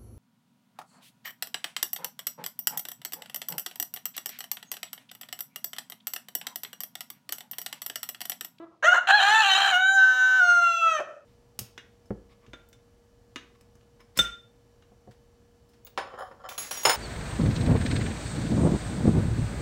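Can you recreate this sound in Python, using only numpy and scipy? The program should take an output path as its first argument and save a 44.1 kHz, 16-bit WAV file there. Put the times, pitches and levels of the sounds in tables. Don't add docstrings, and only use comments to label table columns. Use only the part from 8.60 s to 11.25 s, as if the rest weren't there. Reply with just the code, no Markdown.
import sys
import numpy as np
from scipy import signal
from scipy.fft import rfft, irfft, next_fast_len
from scipy.io import wavfile
from scipy.ndimage import map_coordinates

SR = 44100
rng = np.random.default_rng(int(sys.argv[2]) if len(sys.argv) > 2 else 0)


def output_pcm(signal):
    pcm = np.clip(np.atleast_2d(signal).T, -1, 1) * 32767
    wavfile.write(sys.argv[1], SR, np.round(pcm).astype(np.int16))


N = 116865

# (time [s], pitch [Hz], fundamental [dB], second partial [dB], overtones [dB])
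OPENING_NOTE = [(0.23, 553, -40, -52, -23.5), (0.248, 625.2, -23, -32.5, -17.5),
                (0.284, 706.7, -28, -11.5, -22.5), (0.308, 715.5, -32.5, -19.5, -27),
                (0.334, 737.5, -24, -14, -23.5), (0.36, 696, -69.5, -27.5, -27),
                (0.382, 712, -26, -19.5, -25.5), (0.406, 756, -48, -31, -59)]
RASPING_NOTE = [(0.48, 743.5, -41, -35, -36.5), (0.494, 743.8, -21.5, -29, -29.5),
                (0.552, 842.7, -19.5, -13, -33), (0.574, 836.3, -23.5, -28.5, -32),
                (0.612, 764.2, -24.5, -27, -24.5), (0.754, 887.6, -20.5, -20.5, -23.5),
                (0.814, 879.5, -23, -21, -23.5), (0.846, 796.2, -27, -29, -25.5),
                (0.946, 753.7, -27, -29, -18.5), (0.966, 795.4, -26, -29.5, -22.5),
                (1.104, 776.7, -28, -32, -25), (1.125, 740, -26, -24, -21)]
HOARSE_TRIM_DB = (-1, 0, -4)
# (time [s], partials 3 to 5 [dB each])
ENTRY_PARTIALS = [(.5, -65.5, -54.5, -55.5), (.53, -44.5, -32, -31.5), (.562, -52, -32, -30),
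                  (.58, -29, -29, -29.5), (.62, -44.5, -28, -37.5), (.65, -74.5, -59, -70)]
# (time [s], level [dB])
DOUBLING = [(.58, -56.5), (.63, -31), (.7, -25.5), (.78, -27), (.83, -30), (.9, -26), (.96, -27.5),
            (1.1, -41.5), (1.14, -46.5)]
# (time [s], pitch [Hz], partials 1 to 5 [dB each], higher overtones [dB])
HELD_NOTE = [(1.12, 740.1, -26, -28, -34, -35, -45, -46), (1.148, 717.9, -27, -22, -36, -24, -42, -38),
             (1.196, 743.2, -28, -22, -40, -37, -48, -47), (1.214, 752.2, -33, -23, -39, -42, -33, -49),
             (1.282, 771.7, -35, -18, -45, -37, -36, -44), (1.352, 779.8, -30, -22, -60, -48, -43, -40),
             (1.388, 770.5, -31, -15, -58, -42, -38, -43), (1.456, 765.1, -41, -15, -64, -47, -43, -45),
             (1.554, 761.6, -39, -21, -54, -46, -43, -44), (1.656, 761.5, -44, -17, -54, -47, -42, -45),
             (1.788, 760.5, -42, -17, -52, -43, -49, -45), (1.822, 714.6, -34, -17, -48, -44, -49, -45),
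             (1.908, 705.4, -33, -18, -48, -38, -54, -41), (2.006, 694.7, -37, -20, -48, -46, -55, -43),
             (2.042, 690.6, -39, -19, -45, -31, -49, -43), (2.174, 673.3, -46, -25, -56, -35, -44, -45),
             (2.192, 672, -44, -38, -64, -29, -43, -47), (2.22, 667, -45, -23, -67, -29, -43, -47),
             (2.266, 658.9, -37, -19, -47, -31, -39, -47), (2.322, 644.4, -35, -28, -40, -32, -43, -45),
             (2.354, 621.6, -35, -28, -38, -50, -41, -43), (2.388, 596, -35, -39, -33, -39, -46, -51)]
# (time [s], pitch jitter [share], rasp [dB])
HOARSENESS = [(.225, 0.064, -23.5), (.245, 0.038, -24.5), (.285, 0.0064, -38), (.32, 0.0097, -39),
              (.345, 0.034, -17.5), (.39, .03, -37), (.475, 0.052, -25), (.51, 0.042, -15),
              (.53, .008, -33), (.585, .008, -32), (.605, 0.036, -21), (.65, 0.015, -29), (.78, 0.01, -32),
              (.825, 0.022, -25.5), (.88, .012, -33.5), (.945, 0.013, -32.5), (.98, 0.028, -24.5),
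              (1.1, 0.023, -24), (1.14, 0.0085, -34.5), (1.22, 0.0024, -46.5), (1.35, .002, -49.5),
              (1.8, .0025, -48.5), (1.85, 0.0016, -61.5), (2.2, 0.0024, -62), (2.31, .008, -48),
              (2.4, 0.017, -42.5)]
# (frequency [Hz], gain [dB])
OPENING_THROAT = [(200, -40), (450, -14.5), (620, -9), (1200, 1.5), (1600, 7), (2070, -9), (2450, -23),
                  (2900, -7.5), (3300, -23.5), (4100, -23.5), (4750, -44), (6100, -22), (7300, -31.5),
                  (9500, -51.5), (14000, -51)]
RASPING_THROAT = [(200, -34.5), (400, -24.5), (560, -24), (760, 2.5), (1000, -6.5), (1300, -1), (1700, 8.5),
                  (2100, -16.5), (2500, -6.5), (3050, -2), (3600, -14.5), (4200, -6), (4700, -37.5),
                  (5050, -20.5), (5400, -38.5), (6000, -17.5), (6500, -31.5), (7000, -14), (7500, -32.5),
                  (7900, -25.5), (10500, -44.5), (14000, -40), (15500, -41)]
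RISING_THROAT = [(5400, -22), (6150, -10), (7000, -0.5), (7700, -21), (9300, -19.5), (10200, -32),
                 (14500, -27)]
STEADY_THROAT = [(4600, -19), (5400, -13), (6100, 0), (7600, -18.5), (10000, -35), (14800, -30.5)]
SINKING_THROAT = [(4200, -7), (4900, -22), (6300, 0), (6950, -28), (7500, -7), (8100, -24), (9000, -22),
                  (11300, -39), (14500, -29)]
# (frequency [Hz], gain [dB])
SIDE_COLOUR = [(520, -18.5), (1000, -8.5), (1280, -2.5), (1770, 1.5), (2020, -19.5), (2520, -35),
               (2800, -7), (3290, -19), (4050, -14.5), (4700, -42), (5100, -22), (6300, -18), (11000, -50),
               (14500, -31)]
HELD_RASP_COLOUR = [(400, -30), (1550, 2), (2300, -25), (3100, -18), (10000, -50)]
PUFF_COLOUR = [(100, -23), (500, 1), (1500, 0.5), (2500, -18), (9000, -54.5)]
# (time [s], level [dB])
GROAN_LEVEL = [(2.37, -61), (2.404, -25.5), (2.45, -50), (2.49, -44), (2.58, -50.5), (2.65, -65)]
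# (centre [Hz], width [Hz], gain [dB])
GROAN_RESONANCES = [(587, 77, 11), (1375, 240, -5), (2560, 120, -11), (5900, 2600, -32)]
# (time [s], pitch [Hz], level [dB])
HEN_CALL = [(0, 332.7, -44), (.044, 326, -43), (.06, 310, -66), (.09, 319, -63), (.16, 325, -77.5)]
# (frequency [Hz], gain [dB])
HEN_THROAT = [(330, .5), (1320, -13.5), (2650, -31), (3900, -32.5), (5000, -68)]
# (frequency [Hz], time to fall 60 dB [s])
WALL_DECAY = [(200, .45), (1500, .45), (5000, .35), (14000, .2)]
# (time [s], level [dB])
STIR_LEVEL = [(0, -62), (.05, -54.5), (.1, -74), (.15, -64), (.19, -81), (.23, -90)]
# (frequency [Hz], gain [dB])
STIR_COLOUR = [(150, 0.5), (1300, 26), (1800, -17.5), (12000, -46.5)]
AIR_COLOUR = [(25, -43), (55, -10.5), (100, 3.5), (200, 1.5), (600, -2.5), (1300, -23), (2000, -20),
              (5000, -22.5), (15000, -39)]

# (start [s], end [s])
OPENING_S, RASPING_S, HELD_S, SIDE_S = (0.2245, 0.407), (0.4706, 1.125), (1.118, 2.402), (1.359, 1.81)
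TOP_HZ = 15600


def amp(db):
    return 10 ** (np.asarray(db) / 20)


def unit(x):
    return x / np.sqrt(np.mean(x ** 2) + 1e-20)


def along(points, hz):
    f, v = np.transpose(points)
    return np.interp(np.log(hz + 1), np.log(f + 1), v)


def curves(rows):
    times, *columns = np.transpose(rows)
    return [np.interp(np.arange(N) / SR, times, column) for column in columns]


def gate(span, attack_s=0.0039, release_s=0.013):
    t = np.arange(N) / SR
    return np.clip((t - span[0]) / attack_s, 0, 1) * np.clip((span[1] - t) / release_s, 0, 1)


def wobble(rate):
    return map_coordinates(rng.standard_normal(int(N * rate / SR) + 4), [np.arange(N) * rate / SR])


def filtered(x, response):
    size = next_fast_len(N + SR // 2)
    return irfft(rfft(x, size) * response(np.fft.rfftfreq(size, 1 / SR)), size)[:N]


def coloured(x, colour):
    return filtered(x, lambda hz: amp(along(colour, hz)))


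def noise(colour, pulsing=1):
    return unit(coloured(rng.standard_normal(N) * pulsing, colour))


def cycle(pitch):
    return 2 * np.pi * np.cumsum(pitch) / SR


def tone(phase, db):
    return np.sqrt(2) * amp(db) * np.sin(phase)


def partials(phase, pitch, orders, throat, flutter, strength=1, swell_db=2.0):
    source = 0
    for k in orders:
        level = (1 + flutter * wobble(59.91)) * amp(swell_db * (wobble(7.98) - 1 / 4))
        source += (k * pitch < TOP_HZ) * level * np.sin(k * phase + rng.uniform(0, 2 * np.pi))
    power = sum(amp(along(throat, k * pitch)) ** 2 for k in orders) / 2
    return coloured(source * strength / np.sqrt(power + 1e-20), throat)


def hoarse_note(rows, span, throat, count=22, rattle_db=2.3, rattle_hz=72):
    pitch, first_db, second_db, upper_db = curves(rows)
    first_trim, second_trim, upper_trim = HOARSE_TRIM_DB
    jitter, rasp_db = curves(HOARSENESS)
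    doubling_db, = curves(DOUBLING)
    phase = cycle(pitch * (1 + jitter * (0.885 * wobble(420) + 0.243 * wobble(90))))
    shudder = 1 + 7 * jitter * wobble(300)
    uneven_pulse = np.sin(cycle(rattle_hz * (1 + wobble(110) / 3))) - .2
    rattle = amp(rattle_db * np.minimum(jitter / .016, 1) * uneven_pulse)
    low = shudder * (tone(phase, first_db + first_trim) + tone(2 * phase, second_db + second_trim))
    low += sum(tone(k * phase, db) for k, db in enumerate(curves(ENTRY_PARTIALS), 3))
    low = filtered(low, lambda hz: 1 - 1 / (1 + (hz / 400) ** 6))
    shake = shudder * rattle
    upper = partials(phase, pitch, np.arange(3, count), throat, flutter=0.38, strength=shake)
    halfway = partials(phase, pitch, np.arange(count) + .5, throat, flutter=0.5, strength=shake)
    rasp = amp(rasp_db) * noise(throat, rattle * (1 + np.cos(phase)))
    return gate(span) * (low + amp(upper_db + upper_trim) * upper + amp(doubling_db) * halfway + rasp)


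def held_note(count=26, morph_s=.05):
    pitch, *low_db, upper_db = curves(HELD_NOTE)
    jitter, rasp_db = curves(HOARSENESS)
    phase = cycle(pitch * (1 + jitter * wobble(250) / 2 + .0008 * wobble(35)))
    voice = sum(tone(k * phase, db) for k, db in enumerate(low_db, 1))
    steadied, sunk = (np.clip((np.arange(N) / SR - s) / morph_s + .5, 0, 1) for s in SIDE_S)
    shares = (1 - steadied, steadied * (1 - sunk), sunk)
    orders = np.arange(len(low_db) + 1, count)
    for throat, share in zip((RISING_THROAT, STEADY_THROAT, SINKING_THROAT), shares):
        voice += amp(upper_db) * np.sqrt(share) * partials(phase, pitch, orders, throat, flutter=0.19)
    voice += side_tones(phase, count)
    rasp = amp(rasp_db) * noise(HELD_RASP_COLOUR, 1 + np.cos(phase))
    return gate(HELD_S) * (voice + rasp)


def side_tones(phase, count, rate_hz=239.7, gain_db=-30):
    slow = np.sin(cycle(rate_hz * (1 + 0.028 * wobble(90))))
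    harmonics = sum(np.sin(k * phase + rng.uniform(0, 2 * np.pi)) for k in range(1, count))
    return amp(gain_db) * coloured(gate(SIDE_S, attack_s=0.039) * slow * harmonics, SIDE_COLOUR)


def groan(rate_hz=120, air=0.81):
    def throat(hz):
        return sum(amp(db) * (1j * hz * width / (centre ** 2 - hz ** 2 + 1j * hz * width)) ** 2
                   for centre, width, db in GROAN_RESONANCES)

    level_db, = curves(GROAN_LEVEL)
    pulse_count = np.floor(np.cumsum(rate_hz * (1 + 0.21 * wobble(70))) / SR)
    drive = unit(np.diff(pulse_count, prepend=0)) + air * rng.standard_normal(N)
    return gate((GROAN_LEVEL[0][0], N / SR + 1)) * amp(level_db) * unit(filtered(drive, throat))


def puff(at_s=2.404, width_s=0.011, peak_db=-34):
    envelope = np.exp(-.5 * ((np.arange(N) / SR - at_s) / width_s) ** 2)
    return amp(peak_db) * envelope * noise(PUFF_COLOUR)


def hen():
    pitch, level_db = curves(HEN_CALL)
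    phase = cycle(pitch * (1 + 0.01 * wobble(60)))
    return amp(level_db) * partials(phase, pitch, np.arange(1, 15), HEN_THROAT, flutter=0.22)


def shed_walls(birds, level_db=-13, build_s=0.027):
    hz, t, spectrum = signal.stft(rng.standard_normal(SR // 2), SR, nperseg=256)
    decay = amp(-60 * t / along(WALL_DECAY, hz)[:, None])
    _, tail = signal.istft(spectrum * decay, SR, nperseg=256)
    tail *= np.clip(np.arange(len(tail)) / SR / build_s, 0, 1)
    return amp(level_db) * signal.fftconvolve(birds, tail / np.linalg.norm(tail))[:N]


def yard(air_db=-67):
    stir_db, = curves(STIR_LEVEL)
    air = amp(air_db + 1.5 * wobble(14)) * noise(AIR_COLOUR)
    flock = amp(stir_db + 2.5 * wobble(50)) * noise(STIR_COLOUR)
    return air + flock


def scene():
    opening = hoarse_note(OPENING_NOTE, OPENING_S, OPENING_THROAT)
    rasping = hoarse_note(RASPING_NOTE, RASPING_S, RASPING_THROAT)
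    birds = opening + rasping + held_note() + groan() + puff() + hen()
    return (birds + shed_walls(birds) + yard())[None]


def record(dry):
    return filtered(dry[0], lambda hz: hz < TOP_HZ)[None]


dry = scene()
out = record(dry)
output_pcm(out)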